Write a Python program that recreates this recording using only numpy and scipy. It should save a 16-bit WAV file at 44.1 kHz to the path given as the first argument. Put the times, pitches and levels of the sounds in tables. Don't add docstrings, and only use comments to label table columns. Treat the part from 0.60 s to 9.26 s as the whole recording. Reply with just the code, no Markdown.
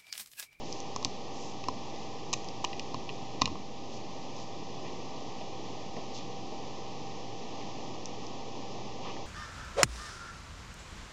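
import sys
import numpy as np
from scipy import signal
from scipy.fft import rfft, irfft
from scipy.io import wavfile

SR = 44100
rng = np.random.default_rng(int(sys.argv[2]) if len(sys.argv) > 2 else 0)


def unload_wav(signal):
    wavfile.write(
        sys.argv[1],
        SR,
        np.round(np.clip(np.atleast_2d(signal).T, -1, 1) * 32767).astype(np.int16),
    )


N = 381906

# frequency in Hz, relative density in dB.
AIR_SPECTRUM = [(25, -17.5), (70, -8.5), (150, 0), (260, 2), (430, 0.5), (620, -3), (880, -2), (1150, -4.5),
                (1900, -13), (3000, -13), (3900, -16.5), (5000, -15.5), (6300, -18), (8500, -27)]
# frequency in Hz, rms level in dB, waver in Hz.
FAN_TONES = [(59.7, -68, .1), (119.5, -56.5, 0.13), (481.4, -59, 1.16), (787, -51, 2.84),
             (3438, -69.5, 2.5)]
# start in seconds, length in seconds, level in dB, centre in Hz.
PAPER_RUBS = [(0, .25, -52.5, 5740), (0.688, 0.29, -52, 6300), (3.304, 0.1, -52, 5440),
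              (3.722, 0.15, -52, 5230), (4.23, .088, -50, 2100), (4.792, .044, -51, 2700),
              (5.353, .06, -55, 1980), (5.526, 0.08, -47, 5000), (5.538, .11, -51.5, 3220),
              (6.983, .1, -55, 2600), (8.389, 0.2, -51, 2654), (8.43, .1, -40.5, 1170)]
# start in seconds, level in dB, pitch in Hz.
LIGHT_TICKS = [(.1266, -34.5, 5500), (.2034, -39.5, 6000), (1.8452, -47, 5900), (1.8871, -40.5, 5000),
               (4.811, -39, 700), (5.367, -41, 1940), (7.014, -44, 2300), (7.4572, -35.5, 5960),
               (7.6677, -44.5, 5340), (8.567, -40, 1765)]
# start in seconds, relative levels of base knock, shell ring and steel tick in dB,
# tick pitch in Hz.
STAPLER_CONTACTS = [(0.3622, -33.5, -47, -32, 5800), (0.4278, -40, -58, -41, 4900),
                    (0.4484, -46, -43, -22, 5150), (0.454, -39.5, -51, -50, 5100),
                    (1.0398, -47, -45, -43.5, 4200), (1.0853, -27, -45, -33.5, 4660),
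                    (1.7299, -39, -35, -28, 6760), (1.7342, -33.5, -41, -28, 5460),
                    (1.7373, -46, -32, -25, 6500), (1.7378, -52, -32.5, -35, 5200),
                    (2.0431, -29, -42, -38, 5900), (2.0475, -47, -30.5, -29, 5100),
                    (2.1304, -52, -39.5, -44, 3680), (2.1956, -60, -40, -34, 4400),
                    (2.3441, -34, -44, -40, 4500), (2.4918, -58, -38.5, -66, 4700),
                    (2.4988, -56, -43, -60, 4700), (2.8143, -37, -42, -37, 5000),
                    (2.8183, -22.5, -29, -19.5, 4050), (2.8569, -48, -31.5, -25, 4600),
                    (2.8762, -34, -44, -41, 5100), (2.9556, -39, -60, -59, 4750)]
# frequency in Hz, relative level in dB,
# t60 in seconds.
SHELL_MODES = [(1980, -1, 0.024), (2525, 0, 0.015), (2807, 3.5, 0.015), (3035, -2, .016), (4030, 6, 0.0097),
               (5220, 3, 0.018)]
BASE_MODES = [(700, -14.5, 0.008), (910, -5.5, 0.021), (1050.6, 12, 0.019), (1210, 0, 0.03)]
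RAIL_MODES = [(1080, 1, 0.1), (2500, -8, 0.23), (2920, -15, .15), (5290, -10, 0.16)]
DESK_MODES = [(83, -9.5, 0.55), (121, 3, 0.2), (162, -4, 0.26), (200, -6, 0.76), (238.4, 0.5, 0.2),
              (273, 13, 0.058), (335, -9.5, 0.039)]
# start in seconds, relative level in dB.
DESK_BLOWS = [(.453, -34), (1.086, -33), (1.733, -40), (2.047, -44.5), (2.344, -33.5), (2.817, -28),
              (2.855, -38), (2.878, -44), (2.917, -36)]
# start in seconds, level in dB.
HAND_BUMPS = [(4.245, -37.5), (4.812, -43), (5.365, -35.5), (5.92, -40.5)]
# centre in Hz, width in Hz.
MIC_NOTCHES = [(1400, 531), (1599, 529), (2153, 138.5), (8000, 598.5)]
# frequency in Hz, gain in dB.
MIC_TREBLE = [(6200, 0), (7000, -2.5), (7600, -7), (8300, -14), (8800, -24.5), (9300, -53.5)]

LET_GO_S, SETTLED_S = 2.8, 3.0


def amp(db):
    return 10 ** (np.asarray(db) / 20)


def unit_rms(x):
    return x / np.sqrt(np.mean(x ** 2) + 1e-20)


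def unit_hit(x):
    return x * np.sqrt(.004 * SR / (np.sum(x ** 2) + 1e-20))


def add(mix, start_s, sound):
    part = mix[max(round(start_s * SR), 0):][:len(sound)]
    part += sound[:len(part)]


def colour(x, points):
    hz, db = np.transpose(points)
    bins_hz = np.fft.rfftfreq(len(x), 1 / SR)
    gain_db = np.interp(np.log(bins_hz + 1), np.log(hz), db)
    return irfft(rfft(x) * amp(gain_db), len(x))


def band_pass(x, hz, width_hz):
    b, a = signal.iirpeak(hz, hz / width_hz, SR)
    return signal.lfilter(b, a, signal.lfilter(b, a, x))


def high_pass(x, hz):
    return signal.sosfilt(signal.butter(2, hz, "high", fs=SR, output="sos"), x)


def drift(points_per_s):
    points = rng.standard_normal(400)
    return np.interp(np.arange(N) / SR * points_per_s, np.arange(400), points)


def ring(modes, t, detune):
    return sum(amp(db - 60 * t / t60_s) * np.sin(2 * np.pi * hz * ratio * t)
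               for (hz, db, t60_s), ratio in zip(modes, detune))


def in_set_down(time_s):
    return LET_GO_S < time_s < SETTLED_S


def fan(air_db=-42, swell_db=0.4, flutter_db=1.17):
    air_gain = amp(air_db + swell_db * drift(8.1))
    out = air_gain * unit_rms(colour(rng.standard_normal(N), AIR_SPECTRUM))
    for hz, db, waver_hz in FAN_TONES:
        cycles = np.cumsum(hz + waver_hz * drift(14)) / SR
        out += np.sqrt(2) * amp(db + flutter_db * drift(10)) * np.sin(2 * np.pi * cycles)
    return out


def paper_rubs(grains_per_s=3000, spread_db=3, width_ratio=0.81):
    out = np.zeros(N)
    for start_s, length_s, db, hz in PAPER_RUBS:
        catches = rng.random(SR) < grains_per_s / SR
        sizes = amp(spread_db * np.minimum(rng.exponential(1, SR), 4))
        grains = rng.choice([-1, 1], SR) * catches * sizes
        rub = band_pass(grains[:int(length_s * SR)], hz, hz * width_ratio)
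        add(out, start_s, amp(db) * unit_rms(rub) * signal.windows.tukey(len(rub), .7))
    return out


def tick(hz, t, snap_s, grit_share, grit_s=0.0011):
    snap = np.exp(-t / snap_s) * np.sin(2 * np.pi * hz * t)
    grit = band_pass(rng.standard_normal(len(t)), hz, width_hz=2700)
    scrape = unit_rms(grit) * np.exp(-t / grit_s)
    return unit_hit(high_pass(snap + grit_share * scrape, hz / 2))


def light_ticks(decay_cycles=2.1):
    out, t = np.zeros(N), np.arange(2048) / SR
    for start_s, db, hz in LIGHT_TICKS:
        add(out, start_s, amp(db) * tick(hz, t, snap_s=decay_cycles / hz, grit_share=0.17))
    return out


def shell_ring(centre_hz, t, detune, slope_db_per_octave=19, rise_s=0.00024):
    modes = [(hz, db - slope_db_per_octave * abs(np.log2(hz / centre_hz)), t60_s)
             for hz, db, t60_s in SHELL_MODES]
    swell = 1 - np.exp(-t / rise_s)
    return unit_hit(high_pass(ring(modes, t, detune) * swell, hz=2050))


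def stapler(knock_gain_db=5.5, shell_gain_db=3.0, rail_gain_db=-8, rebound_s=0.0041, rebound_db=-20):
    out, t = np.zeros(N), np.arange(8192) / SR
    for start_s, knock_db, shell_db, steel_db, tick_hz in STAPLER_CONTACTS:
        hardness = tick_hz / 5000
        centre_hz = 2690 * hardness ** 0.66
        base_detune, shell_detune = 1 + 0.02 * rng.standard_normal((2, len(SHELL_MODES)))
        click = amp(shell_db + shell_gain_db) * shell_ring(centre_hz, t, shell_detune)
        click += amp(steel_db) * tick(tick_hz, t, snap_s=0.00012 * hardness ** 4, grit_share=0.13)
        knock = unit_hit(high_pass(ring(BASE_MODES, t, base_detune), hz=700))
        add(out, start_s, click + amp(knock_db + knock_gain_db) * knock)
        gap_s = rebound_s * (1 + 0.5 * rng.uniform(-1, 1))
        add(out, start_s + gap_s, amp(rebound_db) * click)
        if in_set_down(start_s):
            rail = ring(RAIL_MODES, t, np.ones(len(RAIL_MODES)))
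            add(out, start_s, amp(shell_db + rail_gain_db) * rail)
    return out


def desk_booms(rise_s=0.0027, gain_db=-4.5, held_decay_s=0.026):
    out, t = np.zeros(N), np.arange(16384) / SR
    swell = 1 - np.exp(-t / rise_s)
    for start_s, db in DESK_BLOWS:
        detune = 1 + .008 * rng.standard_normal(len(DESK_MODES))
        damping = 1 if in_set_down(start_s) else np.exp(-t / held_decay_s)
        add(out, start_s, amp(db + gain_db) * ring(DESK_MODES, t, detune) * damping * swell)
    return out


def hand_bumps(decay_s=.022):
    out, t = np.zeros(N), np.arange(8192) / SR
    for start_s, db in HAND_BUMPS:
        puff = band_pass(rng.standard_normal(len(t)), hz=420, width_hz=600)
        add(out, start_s, amp(db) * unit_rms(puff) * np.exp(-t / decay_s))
    return out


def room(x, far_db, far_t60_s, near_db=-16, near_t60_s=0.031):
    t = np.arange(SR // 2) / SR
    near, far = rng.standard_normal((2, len(t))) * (t > .002)
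    near *= amp(-60 * t / near_t60_s)
    far *= amp(-60 * t / far_t60_s)
    echo = amp(near_db) * near / np.linalg.norm(near) + amp(far_db) * far / np.linalg.norm(far)
    return x + signal.fftconvolve(x, echo)[:N]


def gain_control(x, threshold_db=-25, duck_share=0.31, recover_db_per_s=4.5, lag_s=0.051):
    power_db = 10 * np.log10(signal.lfilter(np.ones(256) / 256, 1, x ** 2) + 1e-12)
    fall_db = np.arange(N) / SR * recover_db_per_s
    held_db = np.maximum.accumulate(power_db + fall_db) - fall_db
    over_db = np.maximum(held_db - threshold_db, 0)
    pole = np.exp(-1 / (lag_s * SR))
    return x * amp(-duck_share * signal.lfilter([1 - pole], [1, -pole], over_db))


def scene():
    handling = stapler() + light_ticks() + paper_rubs() + hand_bumps()
    close = room(handling, far_db=-18, far_t60_s=0.41)
    boom = room(desk_booms(), far_db=-7, far_t60_s=0.96)
    return (close + boom + fan())[None]


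def record(dry, edge_hz=9100, converter_bias=0.012):
    x = dry[0]
    for hz, width_hz in MIC_NOTCHES:
        x = signal.lfilter(*signal.iirnotch(hz, hz / width_hz, SR), x)
    x = np.tanh(colour(x, MIC_TREBLE))
    x = gain_control(x) + converter_bias
    band_limit = signal.firwin(511, edge_hz, window=("kaiser", 9), fs=SR)
    return signal.oaconvolve(x, band_limit, "same")[None]


dry = scene()
out = record(dry)
unload_wav(out)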